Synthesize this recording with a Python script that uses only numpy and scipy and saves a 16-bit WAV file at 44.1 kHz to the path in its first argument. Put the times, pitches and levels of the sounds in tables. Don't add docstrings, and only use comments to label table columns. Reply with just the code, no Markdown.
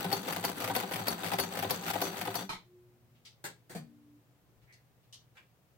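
import sys
import numpy as np
from scipy import signal
from scipy.fft import rfft, irfft, next_fast_len
from scipy.io import wavfile
from scipy.ndimage import uniform_filter1d, map_coordinates

SR = 44100
rng = np.random.default_rng(int(sys.argv[2]) if len(sys.argv) > 2 else 0)


def materialize(psi):
    bounded = np.clip(np.atleast_2d(psi).T, -1, 1)
    quanta = np.round(bounded * 32767).astype(np.int16)
    wavfile.write(sys.argv[1], SR, quanta)


N = 254456
NOW = np.arange(N) / SR
TOP_HZ = 15850


def amp(db):
    return 10 ** (np.asarray(db) / 20)


def unit(x):
    return x / np.sqrt(np.mean(np.abs(x) ** 2) + 1e-20)


def along(points, hz):
    f, values = np.transpose(points)
    return np.interp(np.log(hz + 1), np.log(f + 1), values)


def curve(points):
    return np.interp(NOW, *np.transpose(points))


def wobble(rate):
    return map_coordinates(rng.standard_normal(int(N * rate / SR) + 4), [NOW * rate])


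def grid():
    return np.fft.rfftfreq(2 * next_fast_len(N // 2 + SR // 4), 1 / SR)


def filtered(x, response):
    size = 2 * (response.shape[-1] - 1)
    return irfft(rfft(x, size) * response)[..., :N]


def colour(spectrum):
    cepstrum = irfft(np.log(amp(along(spectrum, grid())) + 1e-6))
    half = len(cepstrum) // 2
    cepstrum[1:half] *= 2
    cepstrum[half + 1:] = 0
    return unit(np.exp(rfft(cepstrum)))


def resonances(modes):
    f = grid()
    peaks = sum((-1) ** k * amp(db) * width / (hz * hz - f * f + 1j * f * width)
                for k, (hz, width, db) in enumerate(modes))
    bass_cut = (1j * f / (1j * f + 100)) ** 3
    return unit(1j * f * peaks * bass_cut)


def noise():
    return rng.standard_normal((2, N))


def burst(t60, rise=0.00014):
    t = np.arange(SR // 3) / SR
    return rng.standard_normal((2, len(t))) * amp(-60 * t / t60) * (1 - np.exp(-t / rise))


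def ring(modes):
    t = np.arange(SR // 2) / SR
    tones = 0
    for hz, db, t60 in modes:
        fade = amp(db + rng.uniform(-2, 2) - 60 * t / t60)
        tones += fade * np.sin(2 * np.pi * (hz * t + rng.random((2, 1))))
    return tones * (1 - np.exp(-t / 0.00021))


def waver(hz, spread_hz, depth_db):
    phase = 2 * np.pi * np.cumsum(hz + spread_hz * wobble(45)) / SR
    return unit(amp(depth_db * wobble(40)) * np.sin(phase))


def add(track, s, sound):
    start = max(round(s * SR), 0)
    track[:, start:start + sound.shape[1]] += sound[:, :N - start]


# frequency in Hz, fade time in seconds.
ROOM_FADE = [(150, 0.32), (1000, 0.2), (4000, 0.24), (14000, 0.14)]

def room(x, wet_db):
    echo = np.zeros((2, N))
    step = SR // 4
    for start in range(0, N, step):
        part = x[:, start:start + step]
        if np.abs(part).max() > 1e-5:
            hz, t, bands = signal.stft(rng.standard_normal((2, SR // 3)), SR, nperseg=256)
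            fade = amp(-60 * t / along(ROOM_FADE, hz)[:, None]) * (1 - np.exp(-t / 0.0036))
            tail = signal.istft(bands * fade, SR, nperseg=256)[1]
            add(echo, start / SR, signal.fftconvolve(part, tail / np.linalg.norm(tail[0]), axes=1))
    return (x + amp(wet_db) * echo) / np.hypot(1, amp(wet_db))


# frequency in Hz, likeness from 0 to 1.
LIKENESS = [(130, 0.5), (290, 0.86), (640, 0.6), (1410, 0.06), (3100, 0)]

def stereo(pair, balance):
    f = grid()
    angle = np.arccos(np.clip(along(LIKENESS, f), -1, 1)) / 2
    mid, side = filtered(pair, np.array([np.cos(angle), np.sin(angle)]))
    gains = amp(along(balance, f) * np.array([[.5], [-.5]]))
    gains /= np.sqrt(np.mean(gains ** 2, axis=0))
    return filtered(np.array([mid + side, mid - side]), gains)


# start and hold in seconds, pitch in Hz, level in dB, fade time in seconds.
LOW_TONES = [(2.641, 0.14, 359.4, -59, 0.91), (2.85, .35, 238, -78, 0.41), (3.52, .85, 291, -77.5, 1),
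             (3.84, .33, 294.6, -62, .2)]

def low_tones(rise_s=.11):
    track = np.zeros(N)
    for start, held, hz, db, t60 in LOW_TONES:
        t = NOW - start
        swell = np.clip(t / rise_s, 0, 1) * amp(db - 60 * np.maximum(t - held, 0) / t60)
        track += np.sqrt(2) * swell * np.sin(2 * np.pi * hz * t)
    return track


# frequency in Hz, relative level in dB.
AIR_COLOUR = [(15, -37), (28, -25), (60, -12), (90, -9.5), (125, -3), (180, -10.5), (260, -17.5),
              (400, -16.5), (660, -20), (900, -23), (2760, -30), (4500, -33.5), (10000, -37), (15500, -32)]

def background():
    hum = amp(curve([(3.3, -69), (5.7, -72)])) * waver(hz=119.5, spread_hz=3, depth_db=3.5)
    air = stereo(filtered(noise(), colour(AIR_COLOUR)), balance=[(100, 1), (10000, 1.5)])
    return low_tones() + hum + amp(-67.5) * air


# start in seconds, level in dB, pitch in Hz, width in octaves,
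# rise and fade times in seconds.
TOUCHES = [(3.149, -60, 2800, 0.5, 0.004, 0.046), (3.25, -38.5, 3770, 0.6, 0.0041, 0.049),
           (4.481, -65.5, 375, 0.11, 0.0066, 0.18), (4.56, -51, 66, 0.3, 0.004, 0.069),
           (4.616, -63, 2030, 0.92, 0.0016, 0.06), (4.669, -53.5, 1980, 0.17, 0.023, 0.25),
           (4.724, -51, 4820, 0.63, 0.00091, 0.039), (5.03, -66, 3200, 0.66, 0.0018, .05),
           (5.126, -39.5, 4240, 0.6, 0.00064, 0.036), (5.128, -63, 1050, 0.32, .001, 0.047),
           (5.35, -54.5, 1190, 1, 0.0047, 0.085), (5.37, -37, 1960, 0.44, 0.00068, 0.014)]

def ticks():
    track = np.zeros((2, N))
    for s, db, hz, octaves, rise, t60 in TOUCHES:
        touch = rfft(burst(t60, rise))
        off_pitch = np.log2(np.linspace(1, SR / 2, touch.shape[1]) / hz) / octaves
        peak = unit(1 / (1 + off_pitch ** 2))
        add(track, s, amp(db) * irfft(touch * peak)[:, :SR // 4])
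    return room(track, wet_db=7.5)


# start in seconds, crack and thump in dB, fade time in seconds.
KNOCK_HITS = [(3.4402, -30.5, -37, 0.0374), (3.452, -33.5, -51, 0.023), (3.695, -46.5, -45.5, 0.13),
              (3.749, -39.5, -30.5, 0.046), (3.768, -53.5, -44, 0.064)]
# frequency in Hz, relative level in dB.
CRACK_COLOUR = [(150, -29), (250, -15), (400, -17), (550, -12.5), (780, -15.5), (1180, -16.5), (1700, -12),
                (2000, -16), (3300, -23), (4700, -21.5), (5500, -25.5), (8200, -20), (10500, -27),
                (15500, -23.5)]
# pitch in Hz, width in Hz, relative level in dB.
CASE_MODES = [(155, 20, 9.5), (232, 75, -5), (313, 46, -4), (454, 19, -3.5), (530, 44, -8), (775, 61, -10)]

def knocks():
    cracks, thumps, rings = np.zeros((3, 2, N))
    for s, db, thump_db, t60 in KNOCK_HITS:
        add(cracks, s, amp(db + 4) * burst(t60, rise=0.0013))
        add(thumps, s, amp(thump_db) * burst(t60))
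    add(rings, 3.752, ring([(235, -46.5, 0.96), (4544, -54, .25)]))
    cracks = room(filtered(cracks, colour(CRACK_COLOUR)), wet_db=6.5)
    thumps = room(filtered(thumps, resonances(CASE_MODES)), wet_db=-1.5)
    return cracks + thumps + rings


# pitch in Hz, relative level in dB, fade time in seconds.
CLINK_TONES = [(910, 3.5, 0.13), (1015, -16, 0.19), (1287, 1, 0.19), (2430, -13, 0.18), (2420, -2, 0.15),
               (3120, -10, 0.26), (4060, -3.5, 0.16), (4380, -9, 0.15), (5170, -11, 0.22), (5960, -15, .16)]
# frequency in Hz, relative level in dB.
LANDING_COLOUR = [(350, -16), (600, -19), (869, -8.5), (970, -1), (1070, -4.5), (1680, -17), (2370, -8.5),
                  (2610, -18.5), (4220, -12.5), (4780, -21.5), (5190, -20.5), (14900, -31.5),
                  (16000, -44.5)]

def clink():
    contact, metal = np.zeros((2, 2, N))
    for s, db in [(2.492, -30), (2.524, -37)]:
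        add(contact, s, amp(db) * burst(t60=0.061))
        add(metal, s, amp(db - 9.5) * ring(CLINK_TONES))
    return room(filtered(contact, colour(LANDING_COLOUR)), wet_db=8.5) + metal


# start in seconds, then clack, thud, steel
# ring, jingle, link rattle and base shaking in dB, then the links' delay at mid-turn in seconds.
CRANK_TURNS = [(-.19, -21, -29, -36, -47, -2, -1, 0.0004), (.127, -21, -26, -29, -46, -2, -1.5, -0.0036),
               (0.4492, -20, -35, -37, -50.5, 0.5, -0.5, -0.0016),
               (0.7619, -21.5, -26, -36.5, -55, -1.5, -1.5, -.003),
               (1.0815, -19.5, -31.5, -36.5, -60.5, -1.5, -1, 0.0041),
               (1.3975, -19, -29.5, -31, -45, -1, 1, 0.00039),
               (1.707, -16.5, -30.5, -37.5, -50, 1, -1, .003),
               (2.0161, -20.5, -25.5, -33.5, -38, -2.5, -1.5, -0.015),
               (2.354, -22.5, -38, -43, -42, -8, -0.5, 0.0072)]
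# fraction of the turn, then whirr, rumble and drone in dB.
TURN_LOAD = [(0, 2.5, -53.5, -53), (.16, 2.5, -52.5, -50.5), (.27, -6, -61, -45.5), (.39, -1.5, -66, -49.5),
             (.46, -2, -59.5, -59.5), (.59, 2.5, -52, -43), (.72, -1, -50.5, -56.5),
             (.8, -1.5, -48.5, -42.5), (.92, -2, -47.5, -50)]
LAST_TURN_S, STOP_S = .31, 2.44
TURN_LENGTHS = np.append(np.diff([row[0] for row in CRANK_TURNS]), LAST_TURN_S)

def crank_load():
    starts, *_, shake_db, _ = np.transpose(CRANK_TURNS)
    turn = np.searchsorted(starts, NOW) - 1
    position = (NOW - starts[turn]) / TURN_LENGTHS[turn]
    fraction, *levels = np.transpose(TURN_LOAD)
    whirr_db, rumble_db, drone_db = [np.interp(position, fraction, db, period=1) for db in levels]
    shaking_db = uniform_filter1d(shake_db[turn], size=SR // 20)
    return whirr_db, rumble_db + shaking_db, drone_db + 0.3 * shaking_db


def wooden_base(t60=0.37):
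    _, rumble_db, drone_db = crank_load()
    fade = amp(-60 * np.maximum(NOW - STOP_S, 0) / t60)
    rumble = amp(rumble_db - 1) * waver(hz=108.7, spread_hz=8.2, depth_db=2.5)
    drone = amp(drone_db + .5) * waver(hz=177.4, spread_hz=9.8, depth_db=4)
    return fade * (rumble + drone)


def grit(per_second, hz):
    t = np.arange(SR // 200) / SR
    track = np.zeros((2, N))
    for when, pitch, softness in rng.random((int(per_second * N / SR), 3)):
        f = min(hz * 2 ** (1.4 * (pitch - .5)), TOP_HZ)
        tick = np.sin(2 * np.pi * (f * t + rng.random((2, 1)))) * np.exp(-t * f / 4)
        add(track, when * N / SR, amp(-16 * softness) * tick)
    return unit(track)


# time in seconds, level in dB.
GEAR_LEVEL = [(0, -42.5), (1.3, -43), (1.6, -43), (2.12, -42), (2.35, -46), (2.47, -42.5)]
# frequency in Hz, relative level in dB.
WHIRR_COLOUR = [(120, -27.5), (210, -4.5), (330, -8), (635, -11.5), (803, -9), (1110, -13), (1220, -10),
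                (2300, -18), (4580, -18), (5590, -34), (6010, -31.5), (6700, -30.5), (8180, -20.5),
                (8960, -32), (16000, -23)]
# pitch in Hz, width in Hz, relative level in dB.
BODY_MODES = [(288, 18, -1.5), (390.2, 8, 5), (506.7, 27, 2), (706.6, 32, 4), (744.5, 69, 2),
              (804.4, 63, 3.5), (951, 32, -3), (1018, 27, -4), (1240, 75, -10), (1511, 41, -6),
              (1930, 26, -8), (2560, 950, -19), (3800, 330, -15)]
# pitch in Hz, width in Hz, relative level in dB.
JINGLE_MODES = [(3450, 24, 3), (4540, 52, 7), (4550, 110, -3), (5964, 90, 5), (7440, 210, -9.5),
                (7950, 120, -11), (10610, 87, -4), (12780, 200, -2.5)]

def gears(ticks_per_second=260):
    load_db = crank_load()[0]
    turning = np.interp(NOW, [2.425, 2.475], [1, 0]) * amp(curve(GEAR_LEVEL))
    hits = rng.random(N) < ticks_per_second / SR
    teeth = hits * amp(1.7 * np.clip(rng.standard_normal(N), -2, 1))
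    tooth_fade = amp(-60 * np.arange(SR // 20) / SR / 0.013)
    chatter = unit(signal.fftconvolve(teeth, tooth_fade)[:N])
    whirr = amp(-3.5) * filtered(noise() * (chatter + 1.02), colour(WHIRR_COLOUR))
    jingle = amp(-11.5) * filtered(noise() * chatter, resonances(JINGLE_MODES))
    body = amp(-5) * filtered(noise() * chatter, resonances(BODY_MODES))
    sparkle = amp(-11.5) * grit(per_second=85, hz=10000)
    return turning * (amp(load_db) * (whirr + jingle + sparkle) + amp(.5 * load_db) * body)


# fraction of the turn, snap in dB, thud in dB.
LINK_HITS = [(.122, -22.5, -37.5), (.225, -53, -40), (.415, -32.5, -42), (.466, -34, -31.5),
             (.497, -22.5, -45.5), (.557, -22.5, -48.5), (.621, -20.5, -39), (.733, -22.5, -30),
             (.795, -32.5, -28), (.966, -21.5, -29)]

def link_contacts(scatter_s=.001, scatter_db=2.68):
    contacts = []
    for (start, *_, rattle_db, shake_db, lag), length in zip(CRANK_TURNS, TURN_LENGTHS):
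        for fraction, snap_db, thud_db in LINK_HITS:
            s = start + fraction * length + lag * np.sin(np.pi * fraction)
            s += scatter_s * rng.standard_normal()
            chance_db = scatter_db * rng.standard_normal()
            contacts.append((s, snap_db + rattle_db + chance_db, thud_db + shake_db + chance_db))
    return [row for row in contacts if 0 < row[0] < STOP_S]


# start in seconds, snap in dB, thud in dB.
LINK_JOLTS = [(.277, -30, -31.5), (.697, -40, -27.5), (.833, -34, -27.5), (1.316, -25, -27),
              (1.334, -20.5, -26.5), (1.627, -22.5, -32.5), (1.9005, -20, -31), (1.939, -24, -30),
              (2.252, -27.5, -33.5), (2.272, -30, -27)]
# frequency in Hz, relative level in dB.
SNAP_COLOUR = [(290, -33), (500, -10), (649, -7), (708, -2), (1020, -14.5), (1090, -22), (1190, -6.5),
               (1690, -9.5), (1930, -7.5), (3490, -12.5), (3920, -24), (4530, -13.5), (6700, -22),
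               (14700, -15.5), (16000, -23.5)]

def rattle():
    snaps, thuds = np.zeros((2, 2, N))
    for s, db, thud_db in link_contacts() + LINK_JOLTS:
        add(snaps, s, amp(db - 7.5) * burst(t60=0.034, rise=0.00058))
        add(snaps, s + rng.uniform(.004, .01), amp(db - 11.5) * burst(t60=0.032))
        add(thuds, s, amp(thud_db + 3.5) * burst(t60=0.028, rise=0.001))
    return filtered(snaps, colour(SNAP_COLOUR)) + filtered(thuds, resonances(BODY_MODES))


# pitch in Hz, relative level in dB, fade time in seconds.
STEEL_TONES = [(4470, 4.5, 0.086), (10320, 0.5, 0.068), (11900, -14.5, 0.085), (13000, -10, 0.074),
               (13630, -5.5, 0.085), (15080, -11, .07)]
# frequency in Hz, relative level in dB.
CLACK_COLOUR = [(50, -41.5), (150, -3.5), (250, -25.5), (875, -2), (1220, -13), (3170, -21.5), (4120, -17),
                (4490, -10), (6700, -23.5), (9490, -24.5), (10200, -16.5), (11100, -21.5), (12800, -11),
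                (16000, -17.5)]

def clacks():
    blows, thuds, steel, shakes = np.zeros((4, 2, N))
    for s, db, thud_db, ring_db, jingle_db, *_ in CRANK_TURNS[1:]:
        add(blows, s, amp(db - 1.5) * burst(t60=0.041, rise=0.0006))
        add(thuds, s, amp(thud_db + 2.5) * burst(t60=0.038))
        add(steel, s + .001, amp(ring_db + .5) * ring(STEEL_TONES))
        add(shakes, s, amp(jingle_db + 4.5) * burst(t60=0.28, rise=.01))
    body = filtered(thuds, resonances(BODY_MODES))
    jingle = filtered(shakes, resonances(JINGLE_MODES))
    return filtered(blows, colour(CLACK_COLOUR)) + body + jingle + steel


# frequency in Hz, left minus right in dB.
NEAR_BALANCE = [(100, 0.5), (350, 1.5), (520, 6), (780, 6.5), (950, 0), (2000, 1.5), (4500, 5), (6500, 0.5),
                (8500, 22.5), (11000, 19), (13000, 13.5), (15500, 19)]
FAR_BALANCE = [(200, 2), (4000, -1), (10000, 15.5)]

def scene():
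    machine = stereo(room(gears() + rattle() + clacks(), wet_db=-11), NEAR_BALANCE)
    base = amp([[.8], [-.8]]) * wooden_base()
    small_sounds = stereo(clink() + knocks() + ticks(), FAR_BALANCE)
    return machine + base + small_sounds + background()


def record(dry):
    return filtered(dry, 1.0 * (grid() < TOP_HZ))


dry = scene()
out = record(dry)
materialize(out)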